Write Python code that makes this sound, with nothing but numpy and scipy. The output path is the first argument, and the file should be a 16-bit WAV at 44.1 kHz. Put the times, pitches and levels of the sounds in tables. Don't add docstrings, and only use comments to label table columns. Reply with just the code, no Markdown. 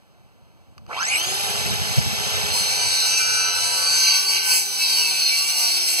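import sys
import numpy as np
from scipy import signal
from scipy.fft import rfft, irfft
from scipy.io import wavfile
from scipy.ndimage import uniform_filter1d

SR = 44100
rng = np.random.default_rng(int(sys.argv[2]) if len(sys.argv) > 2 else 0)


def int16_out(signal):
    q = np.round(np.clip(np.atleast_2d(signal).T, -1, 1) * 32767)
    wavfile.write(sys.argv[1], SR, q.astype(np.int16))


N = 264600

TIME, BINS_HZ = np.arange(N) / SR, np.fft.rfftfreq(N, 1 / SR)
TEETH, PINION_TEETH, GEAR_TEETH, FAN_BLADES = 24, 9, 43, 13
MOTOR_PER_BLADE = GEAR_TEETH / PINION_TEETH
FREE_SPEED = 87.85


def from_db(db):
    return 10 ** (np.asarray(db) / 20)


def rms_one(x):
    return x / np.sqrt(np.mean(x ** 2) + 1e-20)


def evened(x):
    return x / np.sqrt(uniform_filter1d(x * x, SR // 10) + 1e-12)


def in_time(rows):
    seconds, *columns = np.transpose(rows)
    return [np.interp(TIME, seconds, column) for column in columns]


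def gain_at(spectrum, hz):
    points_hz, db = np.transpose(spectrum)
    return from_db(np.interp(np.log(hz + 1), np.log(points_hz), db))


def colour(x, spectrum):
    return rms_one(irfft(rfft(x) * gain_at(spectrum, BINS_HZ), N))


def drift(rate_hz, size=8192):
    hz = np.fft.rfftfreq(size, TIME[-1] / size)
    slow = irfft(rfft(rng.standard_normal(size)) / (1 + (hz / rate_hz) ** 2), size)
    return np.interp(TIME, np.linspace(0, TIME[-1], size), rms_one(slow))


def resonate(x, modes):
    out = 0
    for k, (hz, width_hz, db) in enumerate(modes):
        r = np.exp(-np.pi * width_hz / SR)
        poles = [1, -2 * r * np.cos(2 * np.pi * hz / SR), r * r]
        gain = (-1) ** k * from_db(db) * (1 - r * r) / 2
        out = out + gain * signal.lfilter([1, 0, -1], poles, x + 1e-18)
    return out


def soften(x, cutoff_hz):
    return signal.sosfilt(signal.butter(1, cutoff_hz, fs=SR, output="sos"), x)


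def swell(top_s, rise_db_per_s, fall_db_per_s):
    return from_db(np.minimum(rise_db_per_s * (TIME - top_s), fall_db_per_s * (top_s - TIME)))


def surges(rows):
    return sum(from_db(db) * np.exp(-(2 * (TIME - s) / length) ** 2) for s, db, length in rows)


def burst(start_s, db, attack_s, release_s):
    age = TIME - start_s
    return from_db(db) * np.clip(age / attack_s, 0, 1) * np.exp(-np.maximum(age - attack_s, 0) / release_s)


# pitch_hz, level_db (dB per Hz)
FOREST_SPECTRUM = [(20, -19), (45, 1), (90, 6), (200, 3), (400, -9), (700, -5.5), (1300, -12.5),
                   (2000, -15), (4000, -20), (8000, -27.5), (15000, -32)]
# pitch_hz, level_db (dB per Hz)
WIND_SPECTRUM = [(18, -29), (40, -27), (65, -8), (85, -3.5), (150, -10.5), (210, -12), (300, -32.5),
                 (700, -32), (3000, -80)]
# start_s, level_db
GUSTS = [(.755, -44), (1.257, -30), (1.541, -30), (1.64, -23), (1.698, -19), (1.808, -34), (1.964, -15),
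         (2.05, -21), (2.163, -38), (2.302, -30), (2.425, -24), (2.496, -30), (2.605, -33), (2.835, -36),
         (2.933, -45)]


def outdoors(forest_db=-54, breeze_db=-29.5, unsteady_db=4.0, apart_db=-20):
    gusts = sum(burst(s, db, attack_s=.018, release_s=.022) for s, db in GUSTS)
    breeze = from_db(breeze_db + unsteady_db * drift(26))
    breeze = breeze * swell(top_s=1.85, rise_db_per_s=20, fall_db_per_s=12.5)
    forest = from_db(forest_db) * colour(rng.standard_normal((3, N)), FOREST_SPECTRUM)
    wind = np.hypot(breeze, gusts) * colour(rng.standard_normal((3, N)), WIND_SPECTRUM)
    air = forest + wind
    return microphones(air[0]) + from_db(apart_db) * air[1:]


# pitch_hz, width_hz, level_db
TRIGGER_RING = [(1170, 250, 11.5), (2680, 500, 4.5), (4630, 290, 6), (6260, 900, -5), (10000, 3000, -13)]
# start_s, level_db
TRIGGER_CLICKS = [(.780, -28), (0.7835, -37), (0.865, -34)]


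def trigger():
    clicks = np.zeros(N)
    for s, db in TRIGGER_CLICKS:
        clicks[round(s * SR)] += from_db(db)
    return from_db(12.5) * resonate(clicks, TRIGGER_RING)


def run_up(start_s=.873, run_up_s=.369, knee=4.21):
    age = np.maximum(TIME - start_s, 0) / run_up_s
    return age / (1 + age ** knee) ** (1 / knee)


# time_s, speed_turns_per_s
LOADED_SPEED = [(3.94, 87.85), (4.02, 86.9), (4.14, 83.4), (4.2, 83), (4.31, 85), (4.45, 84.85),
                (4.6, 82.95), (4.75, 82.8), (4.92, 81.2), (5.01, 80.8), (5.07, 79.45), (5.26, 77.75),
                (5.36, 76.4), (5.42, 76.4), (5.51, 78.15), (5.61, 79), (5.76, 76.5), (5.86, 76.1),
                (6, 75.2)]


def sag():
    return np.maximum(FREE_SPEED - in_time(LOADED_SPEED)[0], 0)


def binding(full_sag=1.2):
    return np.clip(sag() / full_sag, 0, 1)


def depth(enters_s=2.48, sinks_s=0.45):
    return np.clip((TIME - enters_s) / sinks_s, 0, 1)


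def machine_gain(free_db, halving_db, deep_db, bound_db):
    return from_db(free_db + halving_db * np.log2(run_up() + 1e-9) + deep_db * depth() + bound_db * binding())


# multiple (of the motor speed), level_db
HUM_TONES = [(1, 2), (2, -6), (3, -18)]
# pitch_hz, level_db (dB per Hz)
AIR_SPECTRUM = [(120, -3), (300, -10), (430, 2), (640, 1.5), (780, 9), (1050, -0.5), (1520, 2.5), (1850, 7),
                (2500, 5), (4500, 6), (6200, 3.5), (7200, -0.5), (11300, -5), (13000, -13), (15500, -15)]
# time_s, change_db
AIR_RUSH = [(1.3, -1), (1.6, .5), (1.8, -2), (1.98, 0.6), (2.01, -2), (2.17, -1.5), (2.28, 1), (2.45, 0.4),
            (2.8, -0.5), (3.2, -3)]


def motor(turns, waver=0.32, chop=0.041, fan_jitter=0.63, side_db=-6):
    rush = machine_gain(free_db=-24.5, halving_db=6.5, deep_db=-3.5, bound_db=-7)
    hum = machine_gain(free_db=-46, halving_db=16, deep_db=-7, bound_db=0.5)
    fan = machine_gain(free_db=-37.5, halving_db=21, deep_db=-6, bound_db=-17)
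    shake = machine_gain(free_db=-44, halving_db=20, deep_db=0, bound_db=-13)
    hum = np.hypot(hum, from_db(-39) * swell(top_s=1.307, rise_db_per_s=100, fall_db_per_s=24))
    fan = np.hypot(fan, from_db(-35) * swell(top_s=1.28, rise_db_per_s=55, fall_db_per_s=70))
    angle = 2 * np.pi * turns * MOTOR_PER_BLADE
    tones = 0
    for multiple, db in HUM_TONES:
        tones = tones + hum * from_db(db) * np.sin(round(multiple) * angle) * (1 + waver * drift(3.2))
    tones += fan * np.sin(FAN_BLADES * angle + fan_jitter * drift(30)) * (1 + waver * drift(43.0))
    tones += hum * from_db(side_db) * depth() * (1 - binding()) * np.sin(angle + 2 * np.pi * turns)
    tones += shake * np.sin(2 * np.pi * turns)
    air = colour(rng.standard_normal(N) * (1 + chop * np.sin(angle)), AIR_SPECTRUM)
    return np.sqrt(2) * tones + rush * from_db(in_time(AIR_RUSH)[0]) * air


def whine_gain(idle_db=-39.5, run_up_db=-25, sag_db=-60, steepness=0.52):
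    power = np.abs(np.gradient(run_up() ** 2))
    speeding = from_db(run_up_db) * (power / power.max()) ** steepness
    idling = from_db(idle_db) * run_up()
    dragging = from_db(sag_db) * sag()
    return np.sqrt(speeding ** 2 + idling ** 2 + dragging ** 2)


# multiple (of the rate at which gear teeth meet), level_db
MESH_TONES = [(1, 5.5), (2, -1.5), (3, 1.5), (4, 0)]
# pitch_hz, level_db
CASE_SPECTRUM = [(300, -14), (600, -12.5), (900, -2), (1500, -2.5), (1950, -6.5), (2400, -2.5),
                 (2750, -8.5), (3100, -5.5), (3800, -16), (4500, -8), (6200, -2), (8500, -3.5),
                 (10100, -9.5), (10900, 1.5), (11800, -12), (13000, -15)]
# pitch_hz, width_hz, level_db
FLARE_RING = [(2234, 70, 4), (2466, 22, 9), (2600, 59, -10), (2880, 100, -5)]
# peak_s, level_db, length_s
FLARE_TIMES = [(1.142, -19.5, .065)]


def gears(speed, turns, backlash=0.67, rattle=0.47, eccentric=0.32):
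    whine = 0
    for multiple, db in MESH_TONES:
        k = round(multiple)
        phase = 2 * np.pi * k * GEAR_TEETH * turns + backlash * np.sqrt(k) * drift(370)
        level = from_db(db) * gain_at(CASE_SPECTRUM, k * GEAR_TEETH * speed)
        whine = whine + level * np.sin(phase) * (1 + rattle * drift(81))
    whine = whine * (1 + eccentric * np.cos(2 * np.pi * turns * MOTOR_PER_BLADE))
    flare = surges(FLARE_TIMES) * evened(resonate(rng.standard_normal(N), FLARE_RING))
    return whine_gain() * whine + flare


def turn_pattern(turns, count=200):
    orders = np.exp(2j * np.pi * rng.random(count))
    one_turn = rms_one(irfft(np.r_[0, orders], 20 * count))
    return np.interp(turns % 1, np.linspace(0, 1, len(one_turn)), one_turn)


# pitch_hz, width_hz, level_db
HOUSING_RING = [(790, 130, 12), (1476, 370, 8.5), (2580, 370, 8.5), (3080, 47, -6), (4170, 110, -26),
                (6940, 510, -22)]


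def knocking(turns, knock_db=-10, sharpness=3):
    motor_turns = turns * MOTOR_PER_BLADE
    slaps = np.exp(sharpness * np.cos(2 * np.pi * motor_turns)) * rng.standard_normal(N)
    force = rms_one(slaps) + turn_pattern(motor_turns, count=40)
    return whine_gain() * from_db(knock_db) * evened(resonate(force, HOUSING_RING))


# peak_s, level_db (of the added share of uneven bites), length_s
JUDDER_TIMES = [(4.2, -11, 0.55)]


def chattering(free=0.27, bound=0.37):
    return np.clip(free * depth() + (bound - free) * binding() + surges(JUDDER_TIMES), 0, 1)


def bites(turns, runout=0.032, tooth_depth=0.69, grain_db=1.5, change=0.75, tear_hz=1300):
    chatter = chattering()
    pattern = turn_pattern(turns) + change * sum(drift(3.8) * turn_pattern(turns) for _ in range(2))
    fibres = rng.standard_normal(N) * (1 + tooth_depth * np.cos(2 * np.pi * TEETH * turns))
    fibres = rms_one(signal.sosfilt(signal.butter(1, tear_hz, "high", fs=SR, output="sos"), fibres))
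    rub = (1 + runout * np.cos(2 * np.pi * turns)) * from_db(grain_db * drift(11.0))
    return rub * (np.sqrt(1 - chatter) * evened(pattern) + np.sqrt(chatter) * fibres)


# time_s, level_db
FEED_LEVEL = [(2.5, -15), (2.55, -33), (2.67, -23), (3.2, -23.5), (3.43, -27.5), (3.82, -26.5), (3.88, -23),
              (4.14, -12.5), (4.25, -25), (4.28, -27), (4.37, -18), (4.39, -25.5), (4.49, -27), (4.51, -23),
              (4.69, -38), (4.82, -25), (5.0, -20.5), (5.18, -25), (5.22, -21.5), (5.44, -22),
              (5.45, -27.5), (5.52, -22.5), (5.98, -25), (6.0, -15)]


def cut_gain(usual_db, follows, bound_db, usual_feed_db=-23):
    feed_db, = in_time(FEED_LEVEL)
    return from_db(usual_db + follows * (feed_db - usual_feed_db) + bound_db * binding())


# time_s, level_db
TREBLE_LEVEL = [(2.5, -28), (2.57, -16), (2.68, -29.5), (2.85, -31), (3.0, -19.5), (3.12, -22.5),
                (3.35, -32.5), (3.5, -41), (3.6, -23), (3.8, -27), (4.0, -16), (4.16, -23.5), (4.23, -32.5),
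                (4.33, -22.5), (4.42, -31.5), (4.56, -15), (4.69, -35), (4.82, -25.5), (5.0, -23),
                (5.1, -22), (5.3, -26), (5.5, -26), (5.65, -23), (5.8, -25.5), (6, -23.5)]


def rasp_gain(usual_db, follows, bound_db, usual_treble_db=-27.5):
    treble_db, = in_time(TREBLE_LEVEL)
    return from_db(usual_db + follows * (treble_db - usual_treble_db) + bound_db * binding())


# pitch_hz, level_db (dB per Hz)
RASP_SPECTRUM = [(90, -41), (250, -6), (700, -53), (1900, -11), (2500, -6), (3600, -19), (5000, 6),
                 (6200, 1), (7200, 3), (9000, 4.5), (11000, 1), (12500, -5.5), (14300, -7.5), (15200, -6)]


def rasping(force, shaving_hz=11000):
    tearing = colour(force, RASP_SPECTRUM)
    shaving = soften(tearing, shaving_hz)
    return shaving + binding() * (tearing - shaving)


# multiple (of the blade speed), level_db
FREE_PARTIALS = [(11, -52), (13, -56), (18, -46), (24, -47), (27, -40), (30, -36.5), (33, -39.5),
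                 (34, -40.5), (43, -56), (44, -37.5), (47, -35), (49, -45), (51, -31), (53, -36), (54, -36),
                 (62, -31), (63, -53), (65, -46), (66, -33.5), (69, -42.5), (71, -38.5), (74, -42),
                 (75, -43), (85, -37), (92, -39), (99, -34), (101, -34), (106, -36), (108, -43)]
# multiple (of the blade speed), level_db
BOUND_PARTIALS = [(9, -54.5), (10, -64), (11, -53), (12, -55.5), (15, -53), (18, -58), (20, -61),
                  (21, -60.5), (24, -58), (27, -46), (30, -39), (33, -45), (36, -40.5), (39, -43.5),
                  (42, -64), (45, -52), (48, -36), (51, -48), (54, -41.5), (55, -32), (56, -33),
                  (57, -34.5), (58, -54), (60, -31.5), (63, -49), (66, -35), (69, -32), (72, -45),
                  (75, -34.5), (78, -46), (81, -42), (96, -45)]


def singing(turns, swell_db=5.0, swell_rate_hz=3, slip=0.8):
    angle = 2 * np.pi * turns + slip * chattering() * drift(43) / TEETH

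    def voices(partials):
        return sum(from_db(db + swell_db * drift(swell_rate_hz)) * np.sin(round(k) * angle)
                   for k, db in partials)

    free = depth() * (1 - binding()) * voices(FREE_PARTIALS)
    bound = binding() * voices(BOUND_PARTIALS)
    return np.sqrt(2) * (1 - surges(JUDDER_TIMES)) * (free + bound)


# peak_s, multiple (of the blade speed), level_db, length_s
SQUEAL_TIMES = [(2.608, 48, -28.5, 0.66), (2.93, 52, -33, 0.28), (3.02, 48, -26, 0.11),
                (3.125, 62, -35, 0.41), (3.16, 30, -28.5, 0.17), (3.24, 72, -27.5, 0.56),
                (3.26, 52, -26.5, 0.28), (3.246, 32, -35, 0.6), (3.255, 65, -28.5, 0.91),
                (3.3, 68, -28, 0.67), (3.43, 30, -31.5, 0.14), (3.45, 17, -30.5, 0.26),
                (3.452, 15, -36.5, 0.89), (3.655, 46, -32, 1), (3.694, 11, -39, 0.18),
                (3.85, 13, -40, 0.19), (3.909, 52, -21, 0.18), (4.017, 72, -25, 0.16), (3.7, 48, -43, .5),
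                (4.02, 18, -51, 0.44), (4.11, 54, -18.5, 0.2), (4.51, 10, -38, 0.14),
                (4.503, 12, -41, 0.11), (4.294, 54, -18, 0.08), (4.346, 53, -33, 0.064),
                (4.49, 18, -31.5, 0.12), (4.521, 54, -18, 0.056), (4.527, 31, -29.5, 0.068),
                (4.83, 32, -28.5, 0.068), (4.897, 39, -37, 0.18), (4.932, 56, -27.5, 0.091),
                (5.048, 33, -26, 0.07), (5.183, 33, -31.5, 0.2), (5.268, 55, -19.5, 0.12),
                (5.332, 30, -25, 0.074), (5.383, 36, -31, 0.22), (5.475, 30, -30, 0.094),
                (5.62, 12, -41, 0.18), (5.66, 72, -26.5, 0.14), (5.68, 60, -27, 0.069),
                (5.374, 60, -27, 0.16), (5.772, 48, -36, .15), (5.96, 36, -33, 0.25)]


def squeals(turns, slip=0.34, flutter=0.086):
    angle = 2 * np.pi * turns + slip * chattering() * drift(32) / TEETH
    out = 0
    for s, multiple, db, length_s in SQUEAL_TIMES:
        out = out + surges([(s, db, length_s)]) * np.cos(round(multiple) * angle)
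    return np.sqrt(2) * out * (1 + flutter * drift(40))


# pitch_hz, width_hz, level_db
BLADE_RING = [(4050, 160, -7.5), (4193, 16.7, 6.5), (4548, 146, 1), (5160, 28, -28), (5494, 15, 11.5),
              (5970, 19, 7), (6255, 45, -4.5)]
GUARD_RING = [(2284, 270, 7.1), (2602, 32, 10.4), (2765, 51, 8.3), (3073, 48, 7.2)]
PLATE_RING = [(1499.6, 24, 5.8), (1542, 50, 2.7)]
SHEET_RING = [(180, 23, -3), (512, 31, 0.5), (709.2, 4.2, 11), (841, 27.5, 2), (964.5, 52, 4.5),
              (1164, 45, -3)]
# peak_s, level_db, length_s
GUARD_RATTLE_TIMES = [(4.08, -28, 0.07), (4.37, -28, 0.16), (4.54, -27.5, 0.15)]
# peak_s, level_db, length_s
SHEET_DRUM_TIMES = [(2.56, -30, 0.034), (2.84, -41, 0.16), (3.72, -38.5, 0.54), (4.12, -40, 0.048),
                    (4.31, -40, 0.09), (4.52, -39.5, 0.09), (5.02, -39, 0.43), (5.61, -39, 0.24)]
# pitch_hz, width_hz, level_db (relative)
HOWL_RING = [(1146, 2.2, 0)]
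# peak_s, level_db, length_s
HOWL_TIMES = [(4.2, -39, 0.42)]
# pitch_hz, width_hz, level_db
SHEET_DRONE_RING = [(161, 8, -45)]


def cutting(turns, ring_top_hz=6640):
    force = bites(turns)
    contact, = in_time([(2.48, 0.00083), (2.55, 0.87)])
    out = rasp_gain(usual_db=-25.5, follows=0.47, bound_db=0.22) * rasping(force)
    out += cut_gain(usual_db=-1.64, follows=0.75, bound_db=0) * singing(turns)
    out += squeals(turns)
    force = signal.sosfilt(signal.butter(2, ring_top_hz, fs=SR, output="sos"), force)
    blade = cut_gain(usual_db=-26.5, follows=0.44, bound_db=2.3)
    guard = np.hypot(cut_gain(usual_db=-33.5, follows=0.6, bound_db=1), surges(GUARD_RATTLE_TIMES))
    plate = cut_gain(usual_db=-30, follows=0.48, bound_db=0.63)
    plate = plate * swell(top_s=3.26, rise_db_per_s=23, fall_db_per_s=6.3)
    sheet = cut_gain(usual_db=-46, follows=0.25, bound_db=-2.6) * depth()
    sheet = np.hypot(sheet, surges(SHEET_DRUM_TIMES))
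    out += blade * evened(resonate(force, BLADE_RING))
    out += guard * evened(resonate(force, GUARD_RING))
    out += plate * evened(resonate(force, PLATE_RING))
    out += sheet * evened(resonate(force, SHEET_RING))
    out += surges(HOWL_TIMES) * evened(resonate(rng.standard_normal(N), HOWL_RING))
    out += resonate(binding() * np.sin(4 * np.pi * turns), SHEET_DRONE_RING)
    return contact * out


# pitch_hz, level_db
LEFT_SHADE_SPECTRUM = [(300, -0.5), (600, -2.5), (1400, -3), (1850, 0)]
# pitch_hz, phase_rad
LEFT_PHASE = [(0, -3.14), (250, -2.7), (350, -1.3), (550, -.9), (1000, -.5), (1400, -1.4), (1650, -2.2),
              (1900, -3.14), (3550, -9.42), (5340, -15.71), (7170, -21.99), (8930, -28.27), (14220, -47.12),
              (22050, -74.9)]


def microphones(x):
    hz = np.fft.rfftfreq(2 * N, 1 / SR)
    phase = np.interp(hz, *np.transpose(LEFT_PHASE))
    left = gain_at(LEFT_SHADE_SPECTRUM, hz) * np.exp(1j * phase)
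    return np.array([irfft(rfft(x, 2 * N) * left)[:N], x])


def scatter(x, t60_s=0.068, dull_hz=12000, flutter_rate_hz=25):
    age = TIME[:SR // 2]
    tail = rng.standard_normal((2, len(age))) * from_db(-60 * age / t60_s)
    tail = soften(tail, dull_hz)
    tail /= np.sqrt(np.sum(tail ** 2, axis=1, keepdims=True))
    echoes = signal.fftconvolve(x[None], tail, axes=1)[:, :N]
    alike, opposed = (microphones(echo * drift(flutter_rate_hz)) for echo in echoes)
    return (alike + alike[::-1] + opposed - opposed[::-1]) / 2


def scene(scatter_db=-14):
    speed = FREE_SPEED * run_up() - sag()
    turns = np.cumsum(speed) / SR
    machine = (speed > 0) * (motor(turns) + gears(speed, turns) + knocking(turns))
    saw = trigger() + machine + cutting(turns)
    return outdoors() + microphones(saw) + from_db(scatter_db) * scatter(saw)


def record(dry, cutoff_hz=15500):
    return signal.sosfilt(signal.ellip(10, .2, 80, cutoff_hz, fs=SR, output="sos"), dry)


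dry = scene()
out = record(dry)
int16_out(out)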